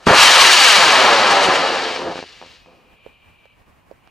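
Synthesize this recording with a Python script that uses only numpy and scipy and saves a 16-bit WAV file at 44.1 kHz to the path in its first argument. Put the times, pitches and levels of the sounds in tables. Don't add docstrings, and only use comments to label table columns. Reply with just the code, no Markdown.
import sys
import numpy as np
from scipy import signal
from scipy.fft import rfft, irfft, next_fast_len
from scipy.io import wavfile
from scipy.ndimage import map_coordinates

SR = 44100
rng = np.random.default_rng(int(sys.argv[2]) if len(sys.argv) > 2 else 0)


def master_out(mix):
    frames = np.transpose(np.atleast_2d(mix))
    ceiling = np.clip(frames, -1, 1)
    pcm = np.round(ceiling * 32767).astype(np.int16)
    wavfile.write(sys.argv[1], SR, pcm)


N = 180809
TIME = np.arange(N) / SR
FRAME_S = np.arange(N // 128 + 3)[:, None] * 128 / SR
BIN_HZ = np.fft.rfftfreq(512, 1 / SR)

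# time in seconds, level in dB re full burn.
THRUST = [(0, -96), (.056, -77.5), (.068, -25.5), (.13, -21.5), (.19, 0), (.35, -2.5), (.6, -0.5),
          (1.18, -2.5), (1.47, 0.5), (1.53, 0), (1.83, -5.5), (1.96, -8), (2.08, -25.5), (2.19, -19),
          (2.25, -33), (2.55, -37), (2.63, -55), (3.1, -100)]
# frequency in Hz, left-right likeness (0 to 1).
JET_SAME = [(60, 0.41), (150, 0.95), (500, 1), (1000, 1), (2400, 0.88), (6000, 0.9), (9000, 0.83),
            (15000, 0.57)]

PAD_DISTANCE_M, START_HEIGHT_M, LIFTOFF_S, ACCELERATION_M_PER_S2 = 40, 2.264, 0.1, 78.26
MIC_HEIGHT_M, SOUND_M_PER_S = 2.045, 343
ROAR_DB, ROAR_BEAM_DB = -16.5, 8
SIDE_ON_PITCH, TAIL_ON_PITCH = 1.605, 0.93
THRUST_DB_PER_OCTAVE, DEEPEST_THRUST_DB = 39, -27
HISS_DB, HISS_BEAM_DB, HISS_THRUST_SHARE = -11, -5.5, 0.49
SIDE_ON_TREBLE_DB, TAIL_ON_TREBLE_DB = 2.5, -4
SIDE_ON_BODY_DB, TAIL_ON_BODY_DB, BODY_PER_THRUST = -1, 3, 0.17
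FLARE_LEVEL_SHARE = 0.76
CHUFF_RISE_S = 0.0021
FIELD_DB = -56
CUTOFF_HZ = 15700


def gain_of(db):
    return 10 ** (np.asarray(db) / 20)


def evened(x):
    return x / np.sqrt(np.mean(x ** 2) + 1e-20)


def read(points, hz):
    f, value = np.transpose(points)
    return np.interp(np.log(hz + 1), np.log(f + 1), value)


def follow(rows, t, column=1):
    rows = np.asarray(rows)
    return np.interp(t, rows[:, 0], rows[:, column])


def add(mix, s, sound):
    part = mix[max(round(s * SR), 0):][:len(sound)]
    part += sound[:len(part)]


def filtered(x, response):
    size = next_fast_len(N + SR // 2)
    spectrum = rfft(x, size) * response(np.fft.rfftfreq(size, 1 / SR))
    return irfft(spectrum, size)[..., :N]


def lowpass(x, hz, order=2):
    sections = signal.butter(order, min(hz, 0.45 * SR), fs=SR, output="sos")
    return signal.sosfilt(sections, x)


def pair(same):
    left, other = rng.standard_normal((2, N))
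    likeness = lambda hz: np.clip(read(same, hz), 0, 1)
    shared = filtered(left, likeness)
    separate = filtered(other, lambda hz: np.sqrt(1 - likeness(hz) ** 2))
    return np.array([left, shared + separate])


def coloured(x, db, band):
    gain = gain_of(db)
    inside = (BIN_HZ >= band[0]) & (BIN_HZ <= band[1])
    gain = gain / np.sqrt(np.mean(gain ** 2 * inside, axis=1, keepdims=True))
    z = signal.stft(x, nperseg=512, noverlap=384)[2]
    shaped = z * gain[:z.shape[-1]].T
    return signal.istft(shaped, nperseg=512, noverlap=384)[1][:, :N]


def wander(hz):
    return evened(filtered(rng.standard_normal(N), lambda f: 1 / (1 + (f / hz) ** 4)))


def placed(x, side):
    return filtered(x, lambda hz: gain_of(np.outer([0.5, -0.5], read(side, hz))))


def field(swell_db=2.0):
    # frequency in Hz, relative spectral level in dB.
    field_colour = [(12, -21.5), (25, -9), (80, -4), (140, -9.5), (220, -11.5), (350, -16.5), (550, -16),
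                    (1100, -14.5), (1400, -21), (2000, -21), (3500, -33.5), (6000, -37.5), (15500, -40)]
    # frequency in Hz, left-right likeness (negative counts as 0).
    field_same = [(60, 0.43), (180, 0.21), (550, 0.22), (1650, 0.42), (4970, 0.43), (15000, -0.03)]
    # frequency in Hz, left minus right in dB.
    field_side = [(60, -0.5), (180, -1), (550, -4), (1650, -1), (4970, 0.5), (15000, -0.5)]
    air = evened(filtered(pair(field_same), lambda hz: gain_of(read(field_colour, hz))))
    return placed(air, field_side) * gain_of(FIELD_DB + swell_db * wander(hz=10))


def flight(t):
    height = START_HEIGHT_M + ACCELERATION_M_PER_S2 * np.maximum(t - LIFTOFF_S, 0) ** 2 / 2
    distance = np.hypot(height, PAD_DISTANCE_M)
    return height / distance, 20 * np.log10(distance / PAD_DISTANCE_M)


def turned(t, side_on, tail_on, power):
    return side_on + (tail_on - side_on) * flight(t)[0] ** power


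def turbulence(share, per_s):
    shocks = (rng.random(N) < per_s / SR) * rng.uniform(0.5, 1, N)
    shocks = -signal.hilbert(shocks).imag
    share = np.clip(share, 0, 1)
    return np.sqrt(1 - share) * pair(JET_SAME) + np.sqrt(share) * evened(shocks)


def chuffs():
    # start in seconds, hold in seconds from the start, level in dB, t60 in seconds.
    chuff_rows = [(0, 0.073, -49.5, .1), (.066, .008, -12.5, 0.17), (0.084, 0.012, -8.5, 1.11),
                  (1.99, .135, -25.5, 0.059), (2.414, 0.013, -45, 0.11), (2.658, 0.013, -51.5, 1.24)]
    power = np.zeros(N)
    for start, hold, db, t60 in chuff_rows:
        age = TIME - start
        rise = np.clip(age / CHUFF_RISE_S, 0, 1)
        power += (rise * gain_of(db - 60 * np.maximum(age - hold, 0) / t60)) ** 2
    return power


def roar(shocks_per_s=420, flutter_db=0.34):
    # time in seconds, share of the drive's power in shocks (0 to 1).
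    crackle_share = [(0, 0.57), (.3, 0.28), (1.4, 0), (1.8, 0.55), (2.1, 0.72), (2.25, 0.01), (2.8, 0.32)]
    # frequency in Hz before the pitch factor, relative spectral level in dB.
    roar_colour = [(20, -29.5), (70, -30), (130, -15.5), (200, -13), (350, -4), (550, 1.5), (850, 1.5),
                   (1250, -2.5), (1800, -6.5), (2800, -15), (5000, -32), (12000, -78)]
    # time in seconds, change of level in dB.
    roar_swell = [(.28, 0), (.38, 3), (.5, 1), (.57, -3.5), (.73, -3.5), (.78, 0), (1.05, 2.5), (1.48, -1),
                  (1.9, -1)]
    drive = turbulence(follow(crackle_share, TIME), shocks_per_s)
    octaves = np.maximum(follow(THRUST, FRAME_S), DEEPEST_THRUST_DB) / THRUST_DB_PER_OCTAVE
    pitch = turned(FRAME_S, SIDE_ON_PITCH, TAIL_ON_PITCH, power=1.7) * 2 ** octaves
    jet = coloured(drive, read(roar_colour, BIN_HZ / pitch), band=(200, 1500))
    beam_db = turned(TIME, 0, ROAR_BEAM_DB, power=1.2)
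    burn_db = ROAR_DB + follow(THRUST, TIME) + beam_db - flight(TIME)[1]
    strength = np.sqrt(gain_of(burn_db) ** 2 + chuffs())
    return jet * strength * gain_of(follow(roar_swell, TIME) + flutter_db * wander(hz=35.2))


def flares(t):
    # time of the top in seconds, time to fall to 1/e in seconds, height in dB.
    flare_rows = [(0.235, 0.023, 2.5), (0.417, 0.02, 2.5), (0.522, 0.015, 2), (0.707, 0.065, 2.5),
                  (1.316, 0.014, 3.5), (1.443, 0.022, 4), (1.555, .012, 2.5), (1.957, 0.0085, 2.5),
                  (2.178, 0.026, 1)]
    return sum(db * np.exp(-((t - s) / half) ** 2) for s, half, db in flare_rows)


def hiss(flutter_db=0.73, knee_hz=5000, treble_hz=8200, shimmer_db=0.58, body_hz=2200,
         steepness=0.8, crackle=0.11, shocks_per_s=800):
    # frequency in Hz, relative spectral level in dB.
    hiss_colour = [(300, -29.5), (900, -11.5), (1600, -2), (2100, -2), (2400, -1), (2850, 3), (3450, -3),
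                   (4300, -1), (5500, -6), (7000, -12.5), (8800, -17), (10500, -26.5), (15500, -40.5)]
    reach = (np.maximum(BIN_HZ - knee_hz, 0) / (treble_hz - knee_hz)) ** steepness
    shimmer = flares(FRAME_S) + shimmer_db * np.interp(FRAME_S, TIME, wander(hz=21.88))
    treble_db = turned(FRAME_S, SIDE_ON_TREBLE_DB, TAIL_ON_TREBLE_DB, power=2.1)
    air_db = np.minimum(treble_db * reach, 5) + shimmer * np.minimum(reach, 1)
    tail_body_db = TAIL_ON_BODY_DB + BODY_PER_THRUST * follow(THRUST, FRAME_S)
    low_db = turned(FRAME_S, SIDE_ON_BODY_DB, tail_body_db, power=3.3)
    colour_db = read(hiss_colour, BIN_HZ) + air_db + low_db / (1 + (BIN_HZ / body_hz) ** 6)
    jet = coloured(turbulence(crackle, shocks_per_s), colour_db, band=(2500, 6000))
    beam_db = turned(TIME, 0, HISS_BEAM_DB, power=1.4)
    burn_db = HISS_DB + HISS_THRUST_SHARE * follow(THRUST, TIME) + beam_db - flight(TIME)[1]
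    return jet * gain_of(burn_db + FLARE_LEVEL_SHARE * flares(TIME) + flutter_db * wander(hz=59))


def pops(edge_hz=2700):
    # start in seconds, jump in dB before the edges are softened, length in milliseconds.
    shock_rows = [(0.069, 1, 1.8), (0.0743, 7, 0.69), (0.0733, -7, 3.6), (.109, -8.5, 4.3),
                  (1.4875, -0.5, 1.2), (2.095, -17, 1.3), (2.157, -15.5, 1.2), (2.1634, -22, 0.72),
                  (2.179, -15, 0.75), (2.1825, -20, 0.52), (2.19, -14.5, 1.16), (2.227, -17, 1.1),
                  (2.415, -24.5, 0.78), (2.4254, -25, 1.15), (2.4369, -38, 1), (2.4485, -33, 0.81),
                  (2.461, -34, 1.6), (2.6605, -34, 0.91)]
    out, t = np.zeros(N), np.arange(SR // 40) / SR
    for s, db, ms in shock_rows:
        u = t * 1000 / ms
        add(out, s, gain_of(db) * (1 - 2 * u) * (u < 1))
    return lowpass(out, edge_hz)


def ignition(start_s=0.078, db=-14, t60=0.1, top_hz=280, bottom_hz=150):
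    age = TIME - start_s
    boom = lowpass(rng.standard_normal(N), top_hz)
    boom = filtered(boom, lambda hz: hz ** 2 / (hz ** 2 + bottom_hz ** 2))
    return evened(boom) * (age > 0) * gain_of(db - 60 * abs(age) / t60)


def over_ground(x, reflection=0.53, grass_hz=2900, full_lag_s=0.0033):
    lag_s = 2 * MIC_HEIGHT_M * flight(TIME)[0] / SOUND_M_PER_S
    dulled = filtered(x, lambda hz: 1 / np.sqrt(1 + (hz / grass_hz) ** 4))
    bounce = np.array([map_coordinates(side, [(TIME - lag_s) * SR], order=3) for side in dulled])
    return x + reflection * np.minimum(lag_s / full_lag_s, 1) * bounce


def housing(hz):
    # centre in Hz, width in Hz, height of this one peak or dip in dB.
    ripples = [(170, 70, 2), (520, 70, 2), (620, 90, -1.5), (1250, 160, 2.5), (1480, 160, -2.5),
               (1690, 150, 3), (2330, 180, 2), (2600, 160, -2), (3250, 200, 1.5), (3880, 160, 2),
               (4570, 200, 1.5), (5120, 200, -2), (6860, 160, 2.5), (7950, 300, -2.5)]
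    # frequency in Hz, radians by which the left leads.
    jet_phase = [(20, 0.02), (500, 0.4), (1200, 0.28), (2400, 0.42), (6000, .1), (10000, .3), (15000, 0.17)]
    ripple_db = sum(db / (1 + (2 * (hz - centre) / width) ** 2) for centre, width, db in ripples)
    return gain_of(ripple_db) * np.exp(1j * np.outer([0.5, -0.5], read(jet_phase, hz)))


def coast(waver=0.00178, unsteady=0.48, unsteady_hz=40):
    # time in seconds, whistle pitch in Hz, whistle level in dB, rush level in dB.
    air_rows = [(2.2, 2748, -66, -56), (2.5, 2563, -59, -60), (2.82, 2440, -66.5, -63.5),
                (3.06, 2400, -62, -55.5), (3.18, 2376, -64, -59), (3.35, 2370, -64.5, -59.5),
                (3.48, 2326, -64, -58), (3.57, 2300, -73, -65.5), (3.93, 2260, -83, -72.5),
                (4.09, 2230, -69, -61)]
    # frequency in Hz, relative spectral level in dB.
    rush_colour = [(400, -23), (1200, -18), (1950, -21), (2400, 3), (2950, 0), (3450, -13), (4200, -15),
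                   (5500, -34), (10000, -42)]
    pitch = follow(air_rows, TIME) * (1 + waver * wander(hz=6.2))
    strength = 1 + unsteady * (wander(unsteady_hz) + 1j * wander(unsteady_hz))
    tone = np.exp(2j * np.pi * np.cumsum(pitch) / SR)
    whistle = evened((strength * tone).real)
    rush = evened(filtered(pair(JET_SAME), lambda hz: gain_of(read(rush_colour, hz))))
    whistle = whistle * gain_of(follow(air_rows, TIME, column=2))
    rush = rush * gain_of(follow(air_rows, TIME, column=3))
    return (whistle + rush) * (TIME > air_rows[0][0])


def knocks(rise_s=0.00058, rebound_s=0.0092, rebound_db=-13, left_db=-12.5):
    # start in seconds, level in dB, pitch in Hz, ring t60 in seconds, tick in dB re the knock.
    knock_rows = [(3.0634, -25.5, 485, 0.019, -17), (3.455, -40, 525, 0.02, -2),
                  (3.913, -24.5, 545, 0.014, -19), (4.0745, -37.5, 747, 0.01, -5)]
    out, t = np.zeros(N), np.arange(SR // 12) / SR
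    for s, db, hz, t60, tick_db in knock_rows:
        rise = 1 - np.exp(-(t / rise_s) ** 2)
        ring = -np.sin(2 * np.pi * hz * t) * rise * gain_of(-60 * t / t60)
        tick = evened(lowpass(rng.standard_normal(len(t)), hz=2630, order=2)) * np.exp(-t / 0.0018)
        knock = gain_of(db) * (2 * ring + gain_of(tick_db) * tick)
        for k in range(3):
            add(out, s + k * rebound_s, gain_of(k * rebound_db) * knock)
    return np.array([gain_of(left_db) * out, out])


def scene():
    # frequency in Hz, left minus right in dB.
    jet_side = [(60, 0), (130, -2), (300, -0.3), (640, 0.3), (1400, 0.5), (2500, 2.3), (4000, 4),
                (7000, 1.3), (15000, 0)]
    motor = roar() + hiss() + pops() + ignition()
    rocket = over_ground(motor) + coast()
    return field() + filtered(placed(rocket, jet_side), housing) + knocks()


def record(dry, hardness=6.5):
    rounded = dry / (1 + abs(dry) ** hardness) ** (1 / hardness)
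    band_limit = signal.firwin(511, CUTOFF_HZ, window=("kaiser", 9), fs=SR)
    return signal.oaconvolve(rounded, band_limit[None], "same")


dry = scene()
out = record(dry)
master_out(out)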